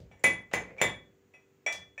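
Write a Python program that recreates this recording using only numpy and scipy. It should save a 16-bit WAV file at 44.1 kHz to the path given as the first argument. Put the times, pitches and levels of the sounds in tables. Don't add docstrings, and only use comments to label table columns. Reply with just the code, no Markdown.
import sys
import numpy as np
from scipy import signal
from scipy.fft import rfft, irfft
from scipy.io import wavfile

SR = 44100
rng = np.random.default_rng(int(sys.argv[2]) if len(sys.argv) > 2 else 0)


def wav_record(signal):
    frames = np.transpose(np.atleast_2d(signal))
    bounded = np.clip(frames, -1, 1)
    quanta = np.round(bounded * 32767).astype(np.int16)
    wavfile.write(sys.argv[1], SR, quanta)


N = 88200
T = np.arange(32768) / SR
ROOM_DB = -0.5

STEEL_MODES = {1793: (-22.5, -13, .3), 2001: (-4.3, -14.5, 0.21), 2018: (-5.5, -7, 0.23),
               2283: (-3.4, -6, 0.17), 2342: (-16, -3.4, 0.11), 2549: (-21, -10.5, 0.14),
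               3392: (-14, -11.5, 0.46), 3605: (-22.5, -35, .22), 5716: (-31.5, -7.5, 0.16),
               5790: (-20.5, -11, .06), 6309: (-20, -29.5, 0.09), 6411: (-21, -25.5, 0.14),
               6595: (-37, -24.5, .16), 7090: (-12.5, -19.5, .07), 7205: (-7, -14.5, .05),
               7661: (-22, -24.5, 0.079), 8277: (-35, -29, 0.12), 8940: (-29.5, -19, 0.18),
               9618: (-16, -41.5, 0.051), 10620: (-38, -31.5, 0.084), 10930: (-42.5, -27, 0.039),
               15170: (-30.5, -29, .07)}
# (frequency [Hz], t60 [s])
ROOM_DECAY = [(60, .6), (160, 0.72), (420, 0.29), (1100, 0.35), (2900, 0.27), (7500, 0.24), (15000, 0.16)]


def pounding():
    # (time [s], ring gain [dB], tilt [dB/octave], favoured mode [Hz], its boost [dB], free ring [s],
    #  thud level [dB], crack level [dB])
    blows = [(.2400, -22.5, -2, 2001, -3, 0.13, -24.5, -31), (0.5365, -26, -6, 1910, 3, .08, -27.5, -37),
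             (0.8146, -24.5, 0, 7150, -2, .2, -23.5, -31)]
    # (frequency [Hz], gain [dB])
    thud_colour = [(30, -34.5), (60, -17), (110, -4), (180, -2.5), (260, -4.5), (400, 3), (580, 5.5),
                   (800, 0.5), (1050, -1.5), (1350, -8.5), (1900, 3), (2600, -8), (4000, -27),
                   (9000, -33.5)]
    crack_colour = [(300, -19.5), (1500, 1), (2400, 12.5), (3300, 6), (4700, -4.5), (7200, 1), (8600, -9.5),
                    (12500, -18), (15200, -4), (16500, -38)]
    out = np.zeros(N)
    bottom_db = np.array(list(STEEL_MODES.values()))[:, 0]
    for s, ring_db, tilt_db, favoured_hz, boost_db, free_s, thud_db, crack_db in blows:
        steel = steel_ring(bottom_db, tilt_db, favoured_hz, boost_db, free_s) + shimmer(tilt_db)
        floor = amp(thud_db) * contact(thud_colour, decay_s=0.034) + room_boom(thud_db)
        crack = amp(crack_db) * contact(crack_colour, decay_s=0.06)
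        add(out, s, amp(ring_db) * steel + floor + crack)
    return out


def knocking():
    # (time [s], ring gain [dB], tilt [dB/octave], favoured mode [Hz], its boost [dB], free ring [s],
    #  clack level [dB])
    knocks = [(0.113, -67.5, -2, 2130, 21, 0.033, -57.5), (.192, -80.5, 4, 7280, 12.5, .04, -70.5),
              (.514, -60, -11, 7700, -17, 0.025, -46), (.781, -51.5, -5.5, 2260, 12.5, .03, -51),
              (0.8011, -41.5, -11.5, 2340, 9.5, 0.013, -45), (1.337, -64.5, -1.5, 2635, 21.5, 0.017, -61.5),
              (1.663, -30, -3.3, 5700, 2.5, 0.17, -34.5), (1.9779, -43.5, -6.5, 1793, 6.5, .1, -52)]
    # (frequency [Hz], gain [dB])
    clack_colour = [(80, -27), (250, -16), (430, -1.5), (630, 8), (1050, -6.5), (1600, -5.5), (2400, -4.5),
                    (3200, -9.5), (4800, -26), (7000, -22.5), (10000, -40.5), (16000, -52.5)]
    out = np.zeros(N)
    wall_db = np.array(list(STEEL_MODES.values()))[:, 1]
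    for s, ring_db, tilt_db, favoured_hz, boost_db, free_s, clack_db in knocks:
        steel = steel_ring(wall_db, tilt_db, favoured_hz, boost_db, free_s, sustain=1.4)
        add(out, s, amp(ring_db) * steel + amp(clack_db) * contact(clack_colour, decay_s=0.11))
    return out


def steel_ring(levels_db, tilt_db, favoured_hz, boost_db, free_s, sustain=1):
    rise_s, grip_t60 = 0.0012, 0.39
    waver_hz, waver_db = 60.4, 3
    favour_octaves, scatter_db = 0.095, 5.5
    hz, t60 = np.array(list(STEEL_MODES)), np.array(list(STEEL_MODES.values()))[:, 2]
    grip = np.exp(-np.log(1000) * np.maximum(T - free_s, 0) / grip_t60)
    direct_power = ((1 - np.exp(-T / rise_s)) * fade(sustain * t60[:, None]) * grip) ** 2
    tail = fade(along(ROOM_DECAY, hz)[:, None]) ** 2
    tail /= tail.sum(axis=1, keepdims=True)
    room_power = np.abs(signal.fftconvolve(direct_power, tail, axes=1)[:, :len(T)])
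    envelope = np.sqrt(direct_power + amp(ROOM_DB) ** 2 * room_power)
    envelope *= amp(waver_db * wobble(waver_hz, len(hz)))
    phase = 2 * np.pi * (hz[:, None] * T + rng.random((len(hz), 1))) + wobble(waver_hz, len(hz))
    favour = np.exp(-(np.log2(hz / favoured_hz) / favour_octaves) ** 2)
    mode_db = levels_db + tilt_db * np.log2(hz / hz[0]) + boost_db * favour
    gains = amp(mode_db - scatter_db * rng.standard_normal(len(hz)))
    return gains @ sized(envelope * np.sin(phase))


def shimmer(tilt_db, count=60, t60=0.043):
    # (frequency [Hz], gain of each [dB])
    overtones = [(2600, -25), (4500, -38), (7000, -32.5), (9000, -43.5), (12500, -39), (15000, -36)]
    hz = np.linspace(overtones[0][0], overtones[-1][0], count) * np.exp(.01 * rng.standard_normal(count))
    tilted_db = along(overtones, hz) + tilt_db * np.log2(hz / min(STEEL_MODES))
    gains = amp(tilted_db + 1.4 * rng.standard_normal(count))
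    early = T[:len(T) // 4, None]
    tones = np.sin(2 * np.pi * (early * hz + rng.random(count))) @ gains
    sizzle = np.pad(tones, (0, len(T) - len(tones))) * fade(t60)
    return np.linalg.norm(gains) * sized(room(sizzle))


def contact(colour, decay_s, passes=3):
    noise = rng.standard_normal(len(T)) * fade(decay_s)
    for _ in range(passes):
        flat = irfft(np.exp(1j * np.angle(rfft(noise))))
        noise = flat * fade(2 * passes * decay_s)
    return sized(room(coloured(noise, colour)))


def spice():
    # (peak time [s], level [dB], half-width [s])
    crunches = [(.2385, -42, 0.00079), (.535, -46, 0.0023), (1.7262, -43, .002), (1.731, -50.5, .005)]
    slides = [(.205, -61, 0.024), (.70, -48.5, .02), (.787, -47, 0.015)]
    # (frequency [Hz], gain [dB])
    crunch_colour = [(200, -15), (1500, -4), (4000, -1.5), (6200, 3.5), (8500, -10), (12500, -19.5),
                     (15500, -16.5)]
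    slide_colour = [(100, -21.5), (350, -11), (510, 9), (800, -8.5), (1400, -16.5), (2300, -4.5),
                    (3200, -30), (7000, -36), (15000, -65.5)]
    return grinding(crunches, crunch_colour, spread_db=10.5) + grinding(slides, slide_colour, spread_db=14)


def grinding(clusters, colour, spread_db):
    out = np.zeros(N)
    for s, db, half_width_s in clusters:
        grains = rng.standard_normal(len(T)) * amp(spread_db * rng.standard_normal(len(T)))
        swell = np.exp(-(T / half_width_s - 2) ** 2)
        add(out, s - 2 * half_width_s, amp(db) * sized(room(coloured(grains * swell, colour))))
    return out


def soft_thumps():
    # (time [s], level [dB], room bass gain [dB])
    thumps = [(.002, -46, -20), (.019, -52, -15), (1.737, -54.5, -12), (1.768, -59.5, -10.5)]
    # (frequency [Hz], gain [dB])
    thump_colour = [(25, -28.5), (60, -2.5), (110, -3), (170, -9), (280, -21.5), (550, -17), (1000, -41),
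                    (5000, -40), (12000, -63)]
    out = np.zeros(N)
    for s, db, bass_db in thumps:
        add(out, s, amp(db) * contact(thump_colour, decay_s=0.035) + amp(bass_db) * room_boom(db))
    return out


def room_boom(blow_db, rise_s=0.032, reference_db=-20):
    # (frequency [Hz], gain at the reference blow [dB], t60 [s])
    low_modes = [(60.1, -44.5, 0.59), (109.2, -36, 0.39), (178.3, -38, .42)]
    bass = sum(amp(db) * np.sin(2 * np.pi * (hz * T + rng.random())) * fade(t60)
               for hz, db, t60 in low_modes)
    swell = 1 - np.exp(-(T / rise_s) ** 2)
    return amp(0.22 * (blow_db - reference_db)) * bass * swell


def room(x, build_s=0.0046):
    hz, t, bands = signal.stft(rng.standard_normal(len(T)), SR, nperseg=256)
    decay = np.exp(-np.log(1000) * t / along(ROOM_DECAY, hz)[:, None])
    response = signal.istft(bands * decay, SR)[1][:len(T)]
    response *= 1 - np.exp(-T / build_s)
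    response *= amp(ROOM_DB) / np.linalg.norm(response)
    response[0] = 1
    return irfft(rfft(x, 2 * len(T)) * rfft(response, 2 * len(T)))[..., :len(T)]


def room_tone(air_db=-70.5):
    # (frequency [Hz], relative level [dB])
    air_colour = [(25, -25.5), (50, -10), (100, -0.5), (200, 0), (400, -1), (650, -11), (1200, -13),
                  (2400, -14.5), (3800, -23), (5200, -25.5), (7000, -18.5), (8300, -30), (12500, -43),
                  (15000, -19.5), (16200, -45)]
    # (frequency [Hz], rms level [dB])
    harmonics = [(96.9, -79), (145.3, -80), (193.8, -88.5), (242.2, -83.5), (290.7, -77.5), (387.6, -72.5),
                 (436, -81.5), (484.5, -77.5)]
    t = np.arange(N) / SR
    air = coloured(rng.standard_normal(N), air_colour)
    hum = sum(amp(db) * np.sqrt(2) * np.sin(2 * np.pi * (hz * t + rng.random())) for hz, db in harmonics)
    return amp(air_db) * air / air.std() + hum


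def amp(db):
    return 10 ** (np.asarray(db) / 20)


def along(points, hz):
    f, v = np.transpose(points)
    return np.interp(np.log(hz + 1), np.log(f + 1), v)


def fade(t60):
    return np.exp(-np.log(1000) * T / t60)


def sized(x, burst_s=0.02):
    return x * np.sqrt(burst_s * SR / np.sum(x ** 2, axis=-1, keepdims=True))


def add(track, s, x):
    i = max(0, round(s * SR))
    track[i:i + len(x)] += x[:max(0, N - i)]


def coloured(x, colour):
    size = 2 * len(x)
    cepstrum = irfft(np.log(amp(along(colour, np.fft.rfftfreq(size, 1 / SR)))))
    cepstrum[1:size // 2] *= 2
    cepstrum[size // 2 + 1:] = 0
    return irfft(rfft(x, size) * np.exp(rfft(cepstrum)))[:len(x)]


def wobble(rate_hz, count):
    knots = rng.standard_normal((count, 256))
    whole, part = np.divmod(T * rate_hz, 1)
    i, blend = whole.astype(int), np.sin(np.pi * part / 2) ** 2
    return knots[:, i] * (1 - blend) + knots[:, i + 1] * blend


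def scene():
    return (spice() + pounding() + knocking() + soft_thumps() + room_tone())[None]


def record(dry):
    top_hz = 16300
    return signal.sosfilt(signal.ellip(10, .1, 80, top_hz, fs=SR, output="sos"), dry)


dry = scene()
out = record(dry)
wav_record(out)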